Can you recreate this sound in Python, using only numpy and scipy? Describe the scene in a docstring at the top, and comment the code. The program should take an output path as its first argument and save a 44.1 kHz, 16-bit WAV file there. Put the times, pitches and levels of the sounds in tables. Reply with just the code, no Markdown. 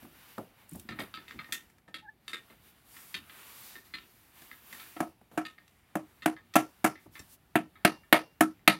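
"""A quiet garage: low rumble, faint hiss and cloth swishes of filtered noise, soft hand thumps of short noise bursts.
Near 0.7 s a glove crackles in puffs of treble, then loose metal parts clink: damped modes over noisy rattle.
At 2 s a glove squeaks on the work lamp, a gliding tone with its octave.
From 5 s a rubber mallet drives a cast pump home, each blow ringing the modes and dense wash of the engine casting.
Near 8 s the hardest blows leave a thin steel part singing on one decaying sine."""
import sys
import numpy as np
from scipy import signal
from scipy.fft import rfft, irfft, next_fast_len
from scipy.io import wavfile
from scipy.ndimage import uniform_filter1d

SR = 44100
rng = np.random.default_rng(int(sys.argv[2]) if len(sys.argv) > 2 else 0)


def bounce(signal):
    """Save signal as a 16-bit WAV file at the path given by the first command-line argument."""
    frames = np.transpose(np.atleast_2d(signal))
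    limited = np.clip(frames, -1, 1)
    pcm = np.round(limited * 32767).astype(np.int16)
    wavfile.write(sys.argv[1], SR, pcm)


def ratio_of_db(decibels):
    """Turn decibels (scalar or array-like) into linear amplitude factors; 0 dB maps to 1."""
    return 10 ** (np.asarray(decibels, float) / 20)


N = 387633
T = np.arange(N) / SR

# centres of the third-octave noise bands: hz
BAND_HZ = 40 * 2 ** np.arange(0, 8.7, 1 / 3)
# garage rumble, relative density: pitch_hz, level_db (per Hz)
RUMBLE = [(15, -47), (25, -9.5), (80, 0), (151, -4), (381, -9), (444, -22), (796, -11.5), (1050, -42.5),
          (1500, -13.5), (1950, -53), (3300, -120)]
# treble drive of the faint hiss, ahead of the cloth colour: time_s, level_db
HISS = [(0, -70), (1.6, -62), (1.82, -76), (2.15, -76), (2.35, -66.5), (5.0, -67.5), (5.15, -72),
        (5.8, -69.5), (7.45, -72), (7.9, -68.5), (8.79, -72)]
# sleeves and gloves, driven ahead of the cloth colour:
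# fullest_s, rise_s, fall_s, treble_db, mid_db (2 kHz over treble)
SWISHES = [(.02, .07, 0.11, -59.5, -3.5), (.26, 0.25, 0.3, -55, -3), (.62, 0.084, 0.054, -61, -1.5),
           (.76, 0.099, 0.11, -53.5, -13), (1.03, 0.12, 0.088, -58, 6), (1.4, 0.5, .26, -60, -3),
           (2.33, 0.11, 0.2, -64, -6), (2.51, 0.16, .09, -63.5, -1.5), (2.68, 0.094, 0.062, -58, -8),
           (3.01, 0.19, 0.25, -49.5, -8.5), (3.42, 0.28, 0.26, -53.5, -3), (3.7, 0.52, 0.15, -48.5, -8.5),
           (3.86, 0.029, .05, -56.5, -7), (4.08, 0.8, 0.56, -62.5, -11), (4.4, 0.083, 0.34, -52, -6.5),
           (4.76, .2, 0.41, -48, -7), (5.34, 0.032, 0.096, -62.5, -3), (6.129, 0.2, 0.23, -66, -3),
           (6.73, 0.33, 0.39, -65, -2.5), (7.03, 0.061, 0.067, -63, -11), (7.16, 0.055, 0.22, -55, -10),
           (7.335, 0.07, 0.037, -53, -16.5)]
# where mid, dip and treble of the swishes are set: hz
SWISH_HZ = [2050, 6300, 14600]
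# colour of the cloth: pitch_hz, level_db (per third octave)
CLOTH_COLOUR = [(200, -26), (600, -21.5), (1000, -14.5), (3500, -10.5), (9000, -12.5), (13000, -8.5),
                (15800, -15)]
# soft thumps of hands and mallet head: start_s, low_db, mid_db, high_db, length_factor
THUMPS = [(0.019, -59, -63, -64, 2.8), (0.049, -79, -57, -68, 0.37), (0.379, -43.5, -39.5, -50, 0.79),
          (0.717, -48.5, -71, -65, 1.2), (0.747, -52, -54.5, -63, 1.2), (0.848, -54, -75, -80, 0.62),
          (0.889, -47.5, -54, -73, 1.8), (0.921, -54, -62, -72, 2.1), (0.990, -41.5, -44.5, -47.5, 1.3),
          (1.173, -60, -67, -75, 3.2), (1.344, -53.5, -65, -77, 1.15), (1.489, -59, -60.5, -75, 0.64),
          (1.880, -60.5, -58.5, -80, 1.2), (2.499, -67, -63.5, -78, 1.6), (3.15, -57, -66, -80, 2),
          (4.418, -60.5, -66, -56.5, 0.58), (5.212, -67, -61, -71, 0.36), (5.313, -66, -59, -65, 3),
          (7.059, -53.5, -58, -85, 0.91), (7.193, -54, -59.5, -75, 0.43)]
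# registers of the thumps, in the order of their levels: low_hz, high_hz
THUMP_REGISTERS = [(50, 400), (400, 1500), (1500, 15800)]
# noise of a thump, t60 ahead of the length factor: pitch_hz, level_db, t60_s
THUMP_WASH = [(60, -6, 0.28), (238, 9.5, 0.16), (730, 16.5, 0.12), (2550, 1, 0.022), (5900, -7.5, 0.06),
              (12600, 0, 0.15)]
# dry glove crackles, drive of the treble noise: start_s, level_db
CRACKLES = [(0.693, -42), (0.712, -45), (0.7337, -44), (0.757, -41.5), (0.797, -41), (0.8144, -57)]
# loose metal parts clinking:
# start_s, main_db (1-2.4 kHz), upper_db (2.4-5 kHz over main), top_db (above 5 kHz over main), length_factor
CLINKS = [(0.796, -70, 10, 13, .4), (0.8888, -41, -5.5, -19.5, 1.7), (0.92, -47.5, -4.5, -27, .78),
          (0.9885, -38.5, -9.5, -33, 0.95), (1.0013, -48.5, 5.5, -9, 0.88), (1.1399, -44, 0, -16.5, 1.1),
          (1.1724, -47.5, -4.5, -31, 1.5), (1.28, -52, 0, -13.5, 2.8), (1.3086, -45.5, -8.5, -20, 1.2),
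          (1.3898, -40.5, -7.5, -32, 1.7), (1.4438, -51, -6, -28, 0.59), (1.4884, -57, -21, -25, 1.01),
          (1.5227, -37, 2.5, 0.9, 1.43), (1.6987, -66.5, -13, -3, 0.79), (1.7826, -68, -6, -5, 0.26),
          (1.878, -57.5, -10.5, -17, 2), (1.942, -42.5, 1, -13.5, 1.4), (2.2796, -46.5, 4.5, -5, 1.6),
          (2.3315, -38.5, -1.5, -15, 1.57), (2.4986, -61, -5, -19, 1.3), (2.9644, -53, -4.5, -12, 2),
          (3.1423, -40, 4.5, -10, 1.54), (3.296, -53, -1.5, -26, 2.6), (3.7545, -47, -9.5, -29, 1.4),
          (3.938, -40.5, -1, -21.5, 2.1), (3.9848, -56.5, 4, -28, 0.7), (4.5132, -47, -10, -24, 1.6),
          (4.7262, -45.5, -6.5, -9, 1.3), (4.7978, -51, -1.5, -11, 3), (5.4511, -44.5, -1, -16, 1.9),
          (5.5807, -52.5, -12, -30, 1.8), (5.6788, -69, 3.5, 1, 0.27), (6.221, -46.5, -4, -19, 2.5),
          (6.365, -50, -12.5, -30, 1.4), (6.538, -47, 0.5, -3, .4), (6.9545, -52, -12, -35, 2.4),
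          (7.153, -49.5, -6, -31, 1.7), (7.1926, -52, -4, 2.5, 0.42), (7.755, -56, -11, -37, 3.6),
          (8.034, -61.5, -24.5, -22.5, .49), (8.3124, -71, -11, -16, .87),
          (8.5918, -68.5, -18.5, -15, 1.34)]
# registers of the parts, main first, then bass, upper, top: low_hz, high_hz
PART_REGISTERS = [(1000, 2400), (150, 1000), (2400, 5000), (5000, 15800)]
# resonant modes of the parts, ahead of scatter, drift and stretch: pitch_hz, level_db, t60_s
PART_MODES = [(250, -8, .2), (320, -8, .2), (1300, -4, .15), (1650, -7, .12), (1820, 0, .17),
              (2060, -1, .1), (2250, -7, .1), (2450, -7, .12), (2650, -6, .13), (2900, -9, .1),
              (3200, -5, .1), (3450, -6, .12), (3670, -3, .14), (3900, -9, .1), (4140, -6, .09),
              (4400, -10, .09), (4700, -9, .1), (4910, -13, .09), (5500, -12, .09), (6140, -16, .1),
              (7620, -14, .12)]
# unresolved rattle of the parts, t60 ahead of the length factor: pitch_hz, level_db, t60_s
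PART_WASH = [(300, -3, .22), (900, -11, .14), (1400, -6, .15), (2200, -5, .15), (3500, -5, .14),
             (5000, -9, .13), (8000, -5, .11), (12500, -3, .11), (15500, -9, .1)]
# glove on the lamp, levels ahead of the flutter: time_s, pitch_hz, first_db, octave_db
SQUEAK = [(2.015, 838, -88, -93), (2.03, 855, -65, -91), (2.06, 855, -70, -73), (2.075, 784, -70, -65),
          (2.095, 878, -68, -56.5), (2.116, 860, -73, -70), (2.14, 860, -98, -84)]
# mallet blows: start_s, body_db (low register), hard_db (clank over body), crack_db (above 4.5 kHz over clank)
BLOWS = [(4.9642, -44.5, -7.5, -22), (5.003, -27.5, -16, 1), (5.375, -29, -12.5, -3.5),
         (5.9537, -29, -16, 1), (6.2585, -23, -8.5, -2.7), (6.5551, -20, -7, 0.2),
         (6.8425, -22.5, -6.5, -1.5), (7.5545, -21.5, -8, -7.5), (7.8484, -20, 0, -6.5),
         (8.1255, -19.5, 2.5, -7), (8.407, -18.5, -8.5, 0), (8.6762, -22, 8, -9)]
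# registers of the casting: knock first, then body, shell, clank, crack: low_hz, high_hz
CASTING_REGISTERS = [(1050, 1800), (110, 450), (450, 1050), (1800, 4500), (4500, 15800)]
# resonant modes of the casting, ahead of scatter and drift: pitch_hz, level_db, t60_s
CASTING_MODES = [(200, -10, .19), (255, -5, .13), (315, 3, .23), (368, -12, .15), (615, -9, .13),
                 (702, -1, .14), (780, -8, .13), (926, -12, .13), (1150, -14, .12), (1292, -1, .18),
                 (1346, -1, .18), (1450, -14, .12), (1660, -7, .12), (1750, -11, .13), (1825, -18, .35),
                 (1880, -8, .12), (2150, -3, .12), (2285, -8, .12), (2440, -2.5, .13), (2680, -5, .11),
                 (2890, -10, .11), (3070, -12, .1), (3340, -10, .1), (3980, -16, .08), (5500, -14, .1),
                 (7330, -12, .07), (9200, -7, .16), (9600, -7, .14), (11600, -10, .08), (13100, -8, .1),
                 (14000, -8, .13)]
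# dense unresolved ringing of the casting: pitch_hz, level_db, t60_s
CASTING_WASH = [(103, -15, 0.25), (257, -6, 0.22), (690, -21.5, 0.27), (1610, 2, 0.12), (2220, 3, 0.16),
                (3770, -7.5, 0.15), (5600, -11, 0.36), (6800, -3, 0.12), (8200, -4, 0.12), (9700, -3, 0.22),
                (12200, 7, 0.045), (15400, -11, 0.033)]
# thin steel part singing on after the hardest blows: start_s, level_db, t60_s
SINGING = [(7.853, -52, .5), (8.129, -55, .55)]


def along(hz, table, column=1):
    """Read a column of a table laid out over frequency, on a logarithmic pitch axis."""
    table = np.array(table)
    return np.interp(np.log(hz), np.log(table[:, 0]), table[:, column])


def third_octaves():
    """White noise cut into overlapping third-octave bands, each of rms 1."""
    size = next_fast_len(N)
    octave = np.log2(np.maximum(np.fft.rfftfreq(size, 1 / SR), 1))
    white = rfft(rng.standard_normal(size))
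    bands = []
    for hz in BAND_HZ:
        share = np.maximum(1 - 3 * abs(octave - np.log2(hz)), 0)
        band = irfft(white * np.sqrt(share), size)[:N]
        bands.append(band / band.std())
    return np.array(bands)


def walk(rate):
    """Random levels held 1 / rate s and slewed twice; spread near 1."""
    hold = int(SR / rate)
    steps = np.repeat(rng.standard_normal(N // hold + 1), hold)
    return 1.3 * uniform_filter1d(uniform_filter1d(steps, hold), hold)[:N]


def strikes(events, registers, modes, wash, noise, rise_s, snap_s, snap_db, wash_db, cut_s, scatter_db, split,
            bounce_db, echo_db, echo_t60, patchy_db, chatter_db, ring_snap_db, drift):
    """Each hit rings damped modes and a wash of noise; every register takes its own level."""
    t = np.arange(int(.4 * SR)) / SR
    out = np.zeros(N + 2 * len(t))
    modes = np.array(modes).reshape(-1, 3)
    chance = rng.standard_normal((len(events), 2 * len(modes) + 3))
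    patches = rng.standard_normal((len(events), len(BAND_HZ)))
    chatter = ratio_of_db(chatter_db * walk(250))
    # the clear ring is cut short
    cut = np.exp(-(t / cut_s) ** 6)
    snap = np.exp(-t / snap_s)
    for (start, *levels), luck, patch in zip(events, chance, patches):
        # a last column beyond the registers stretches the rattle
        longer = levels[-1] if len(levels) > len(registers) else 1
        i = int(start * SR)
        j = int(abs(luck[-1]) * SR) % (N - len(t))  # a random stretch of the noise
        share, detune = luck[:-3].reshape(2, -1, 1)
        for db, (lo, hi) in zip(levels, registers):
            # soft contact builds the sound up, the bass more slowly
            rise = (1 - np.exp(-t / (rise_s + 0.11 / lo))) ** 2
            inside = (BAND_HZ >= lo) & (BAND_HZ < hi)
            hz = BAND_HZ[inside]
            # a quick snap at contact, the slower wash, then the faint echo of the garage
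            fade = ratio_of_db(-60 * t / (longer * along(hz, wash, column=2)[:, None]))
            fade = fade + ratio_of_db(snap_db) * snap + ratio_of_db(echo_db - 60 * t / echo_t60)
            colour = ratio_of_db(along(hz, wash) + patchy_db * patch[inside])
            rattle = ratio_of_db(wash_db) * colour @ (fade * noise[inside, j:j + len(t)])

            picked = (modes[:, 0] >= lo) & (modes[:, 0] < hi)
            f, mode_db, t60 = modes[picked].T[:, :, None]
            # parts lie and are held differently each time, which shifts their modes a little
            f = f * (1 + drift * detune[::-1][picked])
            # every hit lands on another spot and shares its energy differently
            size = ratio_of_db(mode_db + scatter_db * share[picked] - 60 * t / (np.sqrt(longer) * t60))
            # each mode has a close neighbour that makes it beat
            neighbour = f * (1 + split * detune[picked])
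            pair = np.sin(2 * np.pi * f * t) + .6 * np.sin(2 * np.pi * neighbour * t)
            ring = np.sum(size * pair * np.sign(detune[picked]), axis=0)
            # the ring loses its first energy while the contact lasts
            ring = cut * (1 + ratio_of_db(ring_snap_db) * snap) * ring

            # the contact chatters, so the sound comes in uneven knocks
            knocks = chatter[j:j + len(t)] if lo > 400 else 1
            sound = rise * knocks * (rattle + ring)
            # level counts over the first 10 ms
            sound = ratio_of_db(db) * sound / sound[:SR // 100].std()
            out[i:i + len(t)] += sound
            # loose things rattle back once, a moment later
            late = i + int((0.016 + .012 * abs(luck[-2])) * SR)
            out[late:late + len(t)] += ratio_of_db(bounce_db + 2 * luck[-3]) * sound
    floor_hz = registers[1][0] if len(modes) else registers[0][0]
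    return signal.sosfilt(signal.butter(2, floor_hz, "high", fs=SR, output="sos"), out[:N])


def room(noise):
    """Low rumble of the garage: coloured noise below 1.5 kHz whose level wavers slightly."""
    # level per Hz becomes level per band through the root of the bandwidth
    gains = ratio_of_db(along(BAND_HZ, RUMBLE)) * np.sqrt(BAND_HZ) * (BAND_HZ < 1500)
    rumble = gains @ noise[:, ::-1]
    return ratio_of_db(-68 + 0.5 * walk(9)) * rumble / rumble.std()


def swish_colour(mid_db, dip_db):
    """Band gains of rubbing noise from its 2 kHz and 6 kHz levels against the treble."""
    return ratio_of_db(along(BAND_HZ, list(zip(SWISH_HZ, [mid_db, dip_db, 0]))))[:, None]


def swish(noise):
    """Cloth noise swells with each movement over a faint hiss; it flutters, and each band flickers a little."""
    power = (swish_colour(0.5, -7.5) * ratio_of_db(np.interp(T, *np.transpose(HISS)))) ** 2
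    for s, rise, fall, db, mid_db in SWISHES:
        on = (T > s - rise) & (T < s + fall)
        ramp = np.interp(T[on], [s - rise, s, s + fall], [0, 1, 0])
        swell = np.sin(np.pi / 2 * ramp) ** 1.51
        # the 6 kHz dip fills up in thin swishes
        dip_db = -12 - 0.39 * mid_db
        power[:, on] += (ratio_of_db(db) * swish_colour(mid_db, dip_db) * swell) ** 2
    flutter = ratio_of_db(0.63 * walk(25))
    cloth = np.zeros(N)
    for hz, p, band in zip(BAND_HZ, power, noise):
        if hz > 180:
            flicker = ratio_of_db(along(hz, CLOTH_COLOUR) + 1.3 * walk(6.5))
            cloth += flicker * np.sqrt(p) * band
    return flutter * cloth


def hand_thumps(noise):
    """Soft contacts of hands and mallet head: slow-rising noise bursts without clear modes."""
    return strikes(THUMPS, THUMP_REGISTERS, [], THUMP_WASH, noise, rise_s=0.0035, snap_s=0.0027,
                   snap_db=14.0, wash_db=0, cut_s=0.33, scatter_db=0, split=0, bounce_db=-21,
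                   patchy_db=1.0, chatter_db=3.5, ring_snap_db=0, drift=0, echo_db=-27, echo_t60=0.6)


def crackles(noise):
    """Dry glove crackles: short puffs of treble noise that die away exponentially."""
    treble = noise[(BAND_HZ > 8000) & (BAND_HZ < 15000)].mean(axis=0)
    decay_s = 0.0035
    puffs = sum(ratio_of_db(db) * (T > s) * np.exp(-np.maximum(T - s, 0) / decay_s) for s, db in CRACKLES)
    return puffs * treble[::-1]


def clinking_parts(noise):
    """Loose metal parts knock together: scattered, drifting modes over a rattling wash."""
    bass_db = -15.5  # 150-1000 Hz against the main register
    hits = [(s, db, db + bass_db, db + upper_db, db + top_db, longer)
            for s, db, upper_db, top_db, longer in CLINKS]
    return strikes(hits, PART_REGISTERS, PART_MODES, PART_WASH, noise, rise_s=0.00044, snap_s=0.0019,
                   snap_db=-8.5, wash_db=-9, cut_s=.13, scatter_db=3.5, split=0.021, bounce_db=-16.5,
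                   patchy_db=3.5, chatter_db=2.5, ring_snap_db=-3.5, drift=.015, echo_db=-21, echo_t60=0.24)


def squeak():
    """A glove sticks and slips on the lamp: a gliding tone with its octave, unsteady in level."""
    s, hz, first_db, octave_db = np.transpose(SQUEAK)
    phase = 2 * np.pi * np.cumsum(np.interp(T, s, hz)) / SR
    first = ratio_of_db(np.interp(T, s, first_db)) * np.sin(phase)
    octave = ratio_of_db(np.interp(T, s, octave_db)) * np.sin(2 * phase)
    flutter = ratio_of_db(6.0 * walk(60))
    return np.sqrt(2) * (first + octave) * flutter * (T > s[0]) * (T < s[-1])


def mallet_blows(noise):
    """Rubber mallet on the casting: harder contact lifts the middle and upper registers over the body."""
    hits = []
    for s, body_db, hard_db, crack_db in BLOWS:
        knock_db = body_db - .6 + 0.44 * hard_db
        shell_db = body_db + 0.85 + 0.19 * hard_db
        clank_db = body_db + hard_db
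        hits.append((s, knock_db, body_db, shell_db, clank_db, clank_db + crack_db))
    return strikes(hits, CASTING_REGISTERS, CASTING_MODES, CASTING_WASH, noise, rise_s=0.00088, snap_s=0.0043,
                   snap_db=14.0, wash_db=-7, cut_s=.135, scatter_db=3.0, split=0.036, bounce_db=-24.5,
                   patchy_db=2.5, chatter_db=2.16, ring_snap_db=0, drift=0.0037, echo_db=-18, echo_t60=0.21)


def singing():
    """One lightly damped mode of thin steel, struck again by each of the hardest blows."""
    fade = sum(ratio_of_db(db - 60 * np.maximum(T - s, 0) / t60) * (T > s) for s, db, t60 in SINGING)
    pitch_hz = 2783
    return np.sqrt(2) * fade * np.sin(2 * np.pi * pitch_hz * T)


def scene():
    """Hits, cloth, tones and room summed at one microphone."""
    noise = third_octaves()
    hits = mallet_blows(noise) + clinking_parts(noise) + hand_thumps(noise)
    steady = swish(noise) + crackles(noise) + squeak() + singing() + room(noise)
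    # only the hits reach past the 15.9 kHz top edge of the other sounds
    steady = signal.sosfilt(signal.ellip(8, .2, 50, 15900, fs=SR, output="sos"), steady)
    return (hits + steady)[None]


def roll_off(x):
    """The treble ends steeply here."""
    return signal.sosfilt(signal.butter(12, 16820, fs=SR, output="sos"), x)


def record(dry):
    """The recorder clips the mix at full scale."""
    mix = np.clip(dry, -1, 1)
    return roll_off(mix)


dry = scene()
out = record(dry)
bounce(out)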